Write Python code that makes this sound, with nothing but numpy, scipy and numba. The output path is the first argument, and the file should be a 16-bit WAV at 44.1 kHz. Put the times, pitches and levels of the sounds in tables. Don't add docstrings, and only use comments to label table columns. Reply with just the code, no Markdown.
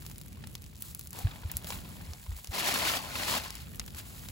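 import sys
import numpy as np
from scipy import signal
from scipy.fft import rfft, irfft, next_fast_len
from scipy.io import wavfile
from scipy.ndimage import uniform_filter1d
from numba import njit

SR = 44100
rng = np.random.default_rng(int(sys.argv[2]) if len(sys.argv) > 2 else 0)


def inscribe(sig):
    pcm = np.round(np.clip(np.atleast_2d(sig).T, -1, 1) * 32767)
    wavfile.write(sys.argv[1], SR, pcm.astype(np.int16))


N = 190230
TIME = np.arange(N) / SR
SIZE = next_fast_len(N + 8192, real=True)
FREQ = np.arange(SIZE // 2 + 1) * SR / SIZE

# (time [s], level [dB])
SIMMER_LEVEL = [(0, -55.5), (.75, -56.5), (1.0, -53.5), (2.1, -50.5), (2.3, -52.5), (3.6, -54.5),
                (3.83, -54), (4.05, -49)]
# (start [s], length [s], level [dB])
MOISTURE_FLARES = [(0.0, 0.17, -56.5), (0.803, 0.11, -46.5), (1.137, 0.088, -46.5), (1.665, 0.093, -41),
                   (2.355, 0.035, -48.5), (3.958, 0.027, -43.5)]
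# (time [s], level [dB], treble over mids [dB], pitch [Hz])
WOOD_SNAPS = [(.0233, -45, -10, 4060), (0.0518, -45, -14, 3200), (0.0645, -35, -6, 3500),
              (0.0988, -45.5, -4, 6500), (0.1143, -40, -5, 7000), (.159, -45, -14, 4660),
              (0.182, -42, 3, 6900), (0.214, -40.5, -3, 3800), (0.2825, -49, -1, 7200),
              (.3292, -47.5, -5, 3900), (.357, -61, -10, 4600), (0.472, -38, -6, 3200),
              (0.5527, -31, -9.5, 3300), (0.621, -46, -2, 6700), (0.641, -44, -16, 4500),
              (0.663, -46.5, -7, 6700), (0.756, -48, -20, 4400), (0.8227, -34, 4.5, 3200),
              (0.9486, -36, 5, 5200), (0.994, -37.5, 3, 4500), (1.0115, -40, -1, 4000),
              (1.0723, -40.5, 3, 5500), (1.107, -41.5, 10, 6000), (1.131, -38.5, 0, 4500),
              (1.189, -36, 6, 4000), (1.516, -33, 9, 4500), (1.569, -27, 6, 7550),
              (1.645, -35.5, -10, 3500), (1.671, -34.5, -25, 2820), (1.7046, -28.5, -26, 3800),
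              (2.1347, -36, -22, 4600), (2.2395, -46.5, -8, 6500), (2.366, -43, 0, 7000),
              (2.4453, -35, -10, 2980), (2.4726, -37, -10, 4970), (2.741, -28, 0, 6000),
              (3.5055, -31, -9, 4000), (3.554, -35, -6, 4900), (3.758, -43.5, 8, 6000),
              (3.768, -50, -3, 6500), (3.7966, -22.5, -22, 6800), (3.8628, -43, -2, 7500),
              (3.8796, -39.5, -12, 3500), (3.906, -47, -8, 4060), (3.948, -40.5, -6, 4800),
              (4.287, -33.5, -14, 3900)]
# (time [s], level [dB])
CRACKLE_LEVEL = [(0, -61), (.7, -68), (.95, -62.5), (1.4, -62), (4.3, -61.5)]
# (start [s], length [s], level [dB], hollow body over scrape [dB])
STICK_DRAGS = [(1.112, 0.26, -59.5, 8.5), (1.38, 0.78, -62, 6), (2.19, 0.6, -68.5, 5.5),
               (2.507, 0.2, -37, 2), (2.696, 0.27, -35.5, 2.5), (2.98, 0.2, -45.5, 3.5),
               (3.119, 0.13, -38.5, 2), (3.238, 0.14, -38.5, 3), (3.389, 0.074, -45, 2),
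               (3.442, 0.18, -53.5, -3), (3.908, 0.35, -62.5, 4.5)]
# (time [s], half length [s], extra level [dB], extra hollow body [dB])
STICK_BITES = [(1.18, 0.056, 5, 7), (1.735, 0.052, 12.5, 8), (2.595, 0.018, 3.5, 2), (2.684, 0.03, 7, 4),
               (2.881, 0.039, 5, 2), (2.955, 0.03, 0, 1.5), (3.324, 0.063, 7, 5), (3.99, 0.027, 15.5, 3.5)]
# (pitch [Hz], width [Hz], level [dB])
STICK_RESONANCES = [(575, 62, -2.5), (820, 42, -2.5), (997, 66, 0), (1420, 100, -11), (1680, 76, -10),
                    (4220, 410, -5.5)]
# (frequency [Hz], left minus right [dB])
SCRAPE_LEAN = [(200, -2), (380, 4.5), (700, 11), (1300, 1.5), (2400, 4), (4400, 1.5), (8000, -1)]
# (time [s], level [dB], pitch [Hz], rattle decay [s])
CHARCOAL_KNOCKS = [(0.099, -51, 875, 0.0045), (.372, -51.5, 1080, 0.0055), (0.439, -38.5, 1860, 0.0058),
                   (.7297, -52, 2300, 0.0017), (1.161, -43, 2560, 0.0094), (1.19, -47, 950, 0.013),
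                   (1.271, -37.5, 1650, 0.0037), (1.313, -35.5, 3370, 0.005), (1.335, -44, 1380, .004),
                   (1.358, -43, 1920, 0.0056), (1.434, -42, 990, 0.0088), (1.497, -41.5, 1890, 0.026),
                   (1.517, -44, 970, .003), (1.538, -41, 2580, 0.0046), (1.645, -41, 610, 0.007),
                   (1.704, -33, 963, 0.0031), (1.722, -34.5, 2330, 0.006), (1.755, -40, 2350, 0.0033),
                   (1.788, -39.5, 3070, 0.0031), (1.852, -43.5, 1020, 0.0027), (1.967, -46, 980, 0.0056),
                   (2.01, -44.5, 1760, 0.0062), (2.264, -46, 1040, 0.0066), (2.318, -43.5, 1958, 0.0072),
                   (2.388, -46.5, 1040, 0.0068), (2.561, -31, 1240, 0.0025), (2.688, -25, 827, 0.013),
                   (2.757, -24, 1600, 0.0077), (2.867, -28, 1250, 0.0073), (2.937, -25, 1340, 0.0059),
                   (2.971, -23.5, 3400, 0.0045), (3.155, -26.5, 2590, 0.0046), (3.67, -46, 2770, 0.0023),
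                   (3.746, -44.5, 2970, 0.0036), (3.814, -41, 2780, 0.0053), (3.879, -36, 3430, 0.0044),
                   (3.946, -44, 1540, 0.0047)]
# (time [s], peak [dB], pitch [Hz], fall [s])
AIR_BUMPS = [(1.2553, -17.5, 94.8, 0.011), (1.458, -26.5, 79, 0.017), (1.561, -31, 88.5, 0.011),
             (1.751, -35, 75, 0.015), (1.779, -37.5, 70, .02), (2.093, -34.5, 79, 0.023),
             (2.293, -30, 70, 0.01), (2.306, -30, 61, 0.015), (2.328, -30.5, 65, 0.025),
             (2.5, -29.5, 68.5, 0.011)]
# (time [s], level [dB])
BREEZE_LEVEL = [(0, -47), (.3, -47.5), (.8, -50.5), (1.35, -46.5), (1.65, -48), (2.05, -47.5), (2.22, -50),
                (2.9, -48), (3.4, -47), (3.7, -49), (4.3, -49)]
# (frequency [Hz], gain [dB])
FIZZ_TONE = [(300, -18.5), (1000, -2), (2000, -5.5), (4000, 0), (5700, -3), (7500, 5), (12000, 4.5),
             (16000, 5)]
# (frequency [Hz], gain [dB])
SNAP_TONE = [(200, -7), (600, -2), (1500, -2.5), (2500, -0.5), (4000, 0), (7000, 7), (11000, 13),
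             (16000, 10.5)]
# (frequency [Hz], gain [dB])
GRIT_TONE = [(100, -3.5), (220, 2), (340, 0), (430, -3.5), (620, -5.5), (1050, -4), (1500, -1.5),
             (2500, 1.5), (4000, -0.5), (5600, -2), (8000, 1.5), (15500, -2)]
# (frequency [Hz], gain [dB])
BREEZE_TONE = [(20, -36), (40, -8), (60, 1), (85, -1), (125, -6), (190, -7.5), (280, -18.5), (450, -26),
               (1000, -37.5), (3000, -37), (16000, -59)]
# (frequency [Hz], phase [rad])
LEFT_PHASE = [(0, 0), (600, .4), (1500, 1.8), (3200, 1.4), (4200, 0), (6850, 0)]

LEFT_LAG_S, LEFT_LAG_FROM_HZ = .000233, 6850
FLARE_RISE_S, FLARE_FADE_S = 0.0043, 0.021
DRAG_ATTACK_S, DRAG_RELEASE_S = 0.048, 0.034
MERGE_DB = -52.5
TOP_HZ = 15800


def fizz(pips_db=-1, steam_db=-17, level_db=-1):
    strength = boiling()
    sparse = unit(grains(per_s=450, spread_db=3.5, limit_db=17))
    pips = clinks(count=900, low_hz=1900, high_hz=16000, cycles=8, spread_db=3.4)
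    pips = unit(filtered(pips, np.sqrt(FREQ)))
    sparse = unit(sparse + undb(pips_db) * pips)
    steam = undb(steam_db) * rng.standard_normal(N)
    dense = unit(grains(per_s=2500, spread_db=2.5, limit_db=9)) + steam
    dense_share = 1 / (1 + (undb(MERGE_DB) / strength) ** 4)
    ticks = np.sqrt(1 - dense_share) * sparse + np.sqrt(dense_share) * dense
    flicker = undb(1.8 * walk(40))
    sound = scattered(ticks * flicker, t60_s=.01, mids_db=-1, treble_db=-12)
    return unit(filtered(sound, causal(shape(FIZZ_TONE)))) * strength * undb(level_db)


def boiling():
    flare_power = np.zeros(N)
    for start_s, length_s, db in MOISTURE_FLARES:
        flare = undb(db) * envelope(start_s, length_s, FLARE_RISE_S, FLARE_FADE_S)
        flare_power += flare ** 2
    return np.sqrt(undb(curve(SIMMER_LEVEL)) ** 2 + flare_power)


def snaps(splinter_s=0.0002, splinter_db=-14, level_db=13, left_db=2.5, ring_db=-7, cycles=9):
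    t = TIME[:256]
    cracks = np.zeros((2, N + len(t)))
    noises = rng.standard_normal((len(WOOD_SNAPS), len(t)))
    for (s, db, bright_db, hz), noise in zip(WOOD_SNAPS, noises):
        burst = undb(splinter_db) * noise * np.exp(-t / splinter_s)
        burst[0] = 1
        ring = np.cos(2 * np.pi * hz * t) * undb(-60 * t * hz / cycles)
        mids = burst + undb(ring_db) * ring / np.linalg.norm(ring)
        crack = np.array([mids, undb(bright_db) * burst])
        i = int(s * SR)
        cracks[:, i:i + len(t)] += crack * undb(db + level_db) * np.sqrt(2 / np.sum(crack ** 2))
    upper = 1 / (1 + (6500 / (FREQ + 1)) ** 4)
    mids, treble = (scattered(c, t60_s=0.028, mids_db=1.5, treble_db=-5.0) for c in cracks)
    sound = filtered(mids, 1 - upper) + filtered(treble, upper)
    sound = filtered(sound, causal(shape(SNAP_TONE)))
    return sound * undb(np.array([[left_db], [-left_db]]) / 2)


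def crackle(thin_db=-4):
    woody = clinks(count=330, low_hz=1100, high_hz=11000, cycles=10, spread_db=3.5)
    thin = grains(per_s=45, spread_db=4, limit_db=7)
    thin = unit(filtered(thin, causal(shape([(1000, -17), (5000, -11), (11000, 3.0)]))))
    sound = scattered(woody + undb(thin_db) * thin, t60_s=.014, mids_db=-3, treble_db=-10)
    return unit(sound) * undb(curve(CRACKLE_LEVEL))


def raking(level_db=3.5, dust_db=-6, lumps_db=-7, coals_db=-11, slip_db=0.76, patchy_db=1.0,
           crumbs_db=-6, crumbs_limit_db=-50):
    ash = undb(dust_db) * rng.standard_normal(N)
    crush = unit(grains(per_s=6000, spread_db=6.0, limit_db=13.5)) + ash
    grit = scattered(crush, t60_s=.01, mids_db=3.5, treble_db=-7)
    lumps = clinks(count=2400, low_hz=600, high_hz=6000, cycles=36, spread_db=1.4)
    coals = clinks(count=600, low_hz=700, high_hz=3400, cycles=60, spread_db=2.2)
    stones = stereo(undb(lumps_db) * lumps + undb(coals_db) * coals)
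    grit = (unit(grit) + stones) * undb(slip_db * walk(90))
    lean = shape(SCRAPE_LEAN) ** np.array([[.5], [-.5]])
    grit = unit(filtered(grit + stick_ring(grit), causal(shape(GRIT_TONE)) * lean))
    body = filtered(grit, 1 / (1 + (FREQ / 1100) ** 4))
    dust = filtered(grit, 1 - 1 / (1 + (FREQ / 4500) ** 4))
    crunch = grit - body - dust
    crunch, dust, body = (part * undb(patchy_db * walk(70)) for part in (crunch, dust, body))
    scrape, hollow = pressure()
    crumbs = clinks(count=1100, low_hz=650, high_hz=4500, cycles=20, spread_db=2.2)
    crumbs = stereo(crumbs) * np.minimum(hollow, undb(crumbs_limit_db)) * undb(crumbs_db)
    return (scrape * (crunch + dust) + hollow * body) * undb(level_db) + crumbs


def pressure():
    scrape_power, hollow_power = np.zeros(N), np.zeros(N)
    for start_s, length_s, db, body_db in STICK_DRAGS:
        drag = undb(db) * envelope(start_s, length_s, DRAG_ATTACK_S, DRAG_RELEASE_S)
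        scrape_power += drag ** 2
        hollow_power += (drag * undb(body_db)) ** 2
    scrape_extra_db, hollow_extra_db = np.zeros(N), np.zeros(N)
    for s, half_s, db, body_db in STICK_BITES:
        swell = np.exp(-((TIME - s) / half_s) ** 2)
        scrape_extra_db += db * swell
        hollow_extra_db += body_db * swell
    return np.sqrt(scrape_power) * undb(scrape_extra_db), np.sqrt(hollow_power) * undb(hollow_extra_db)


def stick_ring(x, drift=0.029):
    stretch = np.exp(drift * walk(6.2))
    rings = np.zeros((len(x), N))
    for ring, channel in zip(rings, x):
        for hz, width, db in STICK_RESONANCES:
            ring += undb(db) * resonate(channel, hz * stretch, float(width))
    return rings


def knocks(level_db=3, cycles=26, rattle_db=-2):
    t = TIME[:2048]
    out = np.zeros((2, N + len(t)))
    for s, db, hz, rattle_s in CHARCOAL_KNOCKS:
        partials = hz * np.array([[1], [rng.uniform(0.448, 0.592)], [rng.uniform(1.29, 2.38)]])
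        decays = undb(-60 * t * partials / cycles)
        ring = undb([0, -8, -5]) @ (np.sin(2 * np.pi * partials * t) * decays)
        crumbs = uniform_filter1d(rng.exponential(size=len(t)) ** 4, size=24)
        rattle = unit(np.sqrt(np.abs(crumbs)) * rng.standard_normal(len(t)))
        rattle = undb(rattle_db) * rattle * np.exp(-t / rattle_s)
        i = int(s * SR)
        out[:, i:i + len(t)] += undb(db + level_db) * np.array([ring, rattle])
    sound = stereo(out[0]) + scattered(out[1], t60_s=0.0085, mids_db=2.0, treble_db=-28)
    tone = shape([(250, -12), (700, -3.5), (3300, -3.0), (5000, -9.5), (9000, -40)])
    return filtered(sound, causal(tone))


def buffets(rise_s=0.0064, level_db=0, sub_db=-8, sub_hz=48, eddy_db=-19):
    out, stir = np.zeros(N), np.zeros(N)
    for s, db, hz, fall_s in AIR_BUMPS:
        t = TIME - s
        slope_s = np.where(t < 0, rise_s, fall_s)
        swell = 1 / np.cosh(np.clip(t / slope_s * np.pi / 2, -20, 20))
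        heave = undb(sub_db) * np.sqrt(swell) * np.sin(2 * np.pi * sub_hz * t)
        out += undb(db + level_db) * (swell * np.cos(2 * np.pi * hz * t) + heave)
        stir += undb(db + level_db) * np.sqrt(swell)
    tone = shape([(20, -7), (50, 3), (110, -3), (250, -19), (1000, -72)])
    eddies = unit(filtered(rng.standard_normal((2, N)), tone))
    return out + undb(eddy_db) * stir * eddies


def breeze(low_side_db=-9, high_side_db=0):
    mid, side = filtered(rng.standard_normal((2, N)), shape(BREEZE_TONE))
    side = filtered(side, shape([(130, low_side_db), (400, high_side_db)]))
    level = undb(curve(BREEZE_LEVEL) + 2.36 * walk(6.01))
    return unit(np.array([mid + side, mid - side])) * level


def clinks(count, low_hz, high_hz, cycles, spread_db):
    out = np.zeros(N + SR)
    for when, pitch, size in rng.random((count, 3)):
        hz = low_hz * (high_hz / low_hz) ** pitch
        t = TIME[:int(SR * cycles / hz)]
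        i = int(when * N)
        strength = undb(-spread_db * np.log(size + 0.052)) * np.sqrt(hz)
        decay = np.exp(-np.log(1000) * t * hz / cycles)
        out[i:i + len(t)] += strength * np.sin(2 * np.pi * hz * t) * decay
    return unit(out[:N])


def grains(per_s, spread_db, limit_db):
    size_db = np.minimum(spread_db * rng.exponential(size=N), limit_db)
    return (rng.random(N) < per_s / SR) * rng.choice([-1, 1], N) * undb(size_db)


def scattered(x, t60_s, mids_db, treble_db):
    decay = undb(-120 * TIME[:4096] / t60_s)
    energy = np.abs(filtered(x ** 2, rfft(decay / decay.sum(), SIZE)))
    tail = np.sqrt(energy) * rng.standard_normal((2, N))
    tone = shape([(900, mids_db - 0.5), (1800, mids_db), (5500, mids_db), (7200, treble_db)])
    return stereo(x) + filtered(tail, tone)


def stereo(x):
    phase = np.interp(FREQ, *np.transpose(LEFT_PHASE))
    lag = 2 * np.pi * LEFT_LAG_S * np.maximum(FREQ - LEFT_LAG_FROM_HZ, 0)
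    return np.array([filtered(x, np.exp(1j * (phase - lag))), x[:N]])


@njit
def resonate(x, hz, width):
    y, band, low = np.empty(len(x)), 0., 0.
    for i in range(len(x)):
        g, k = np.tan(np.pi * hz[i] / SR), width / hz[i]
        v = (band + g * (x[i] - low)) / (1 + g * (g + k))
        band = 2 * v - band
        low += 2 * g * v
        y[i] = k * v
    return y


def envelope(start_s, length_s, attack_s, release_s):
    t = TIME - start_s
    return np.clip(t / attack_s, 0, 1) * np.exp(-np.maximum(t - length_s, 0) / release_s)


def walk(rate):
    k = max(int(SR / rate), 1)
    held = np.repeat(rng.standard_normal(N // k + 1), k)[:N]
    return unit(uniform_filter1d(uniform_filter1d(held, k), k))


def causal(gain):
    cepstrum = irfft(np.log(gain), SIZE)
    cepstrum[1:SIZE // 2] *= 2
    cepstrum[SIZE // 2 + 1:] = 0
    return np.exp(rfft(cepstrum))


def filtered(x, response):
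    return irfft(rfft(x, SIZE) * response, SIZE)[..., :N]


def shape(points):
    hz, db = np.transpose(points)
    return undb(np.interp(np.log(FREQ + 1), np.log(hz), db))


def curve(rows):
    return np.interp(TIME, *np.transpose(rows))


def unit(x):
    return x / np.sqrt(np.mean(x ** 2))


def undb(db):
    return 10 ** (np.asarray(db) / 20)


def scene():
    return fizz() + snaps() + crackle() + raking() + knocks() + buffets() + breeze()


def record(dry):
    dry = filtered(dry, 1 / (1 + (27 / (FREQ + 1)) ** 4))
    return signal.sosfilt(signal.ellip(10, .2, 70, TOP_HZ, fs=SR, output="sos"), dry)


dry = scene()
out = record(dry)
inscribe(out)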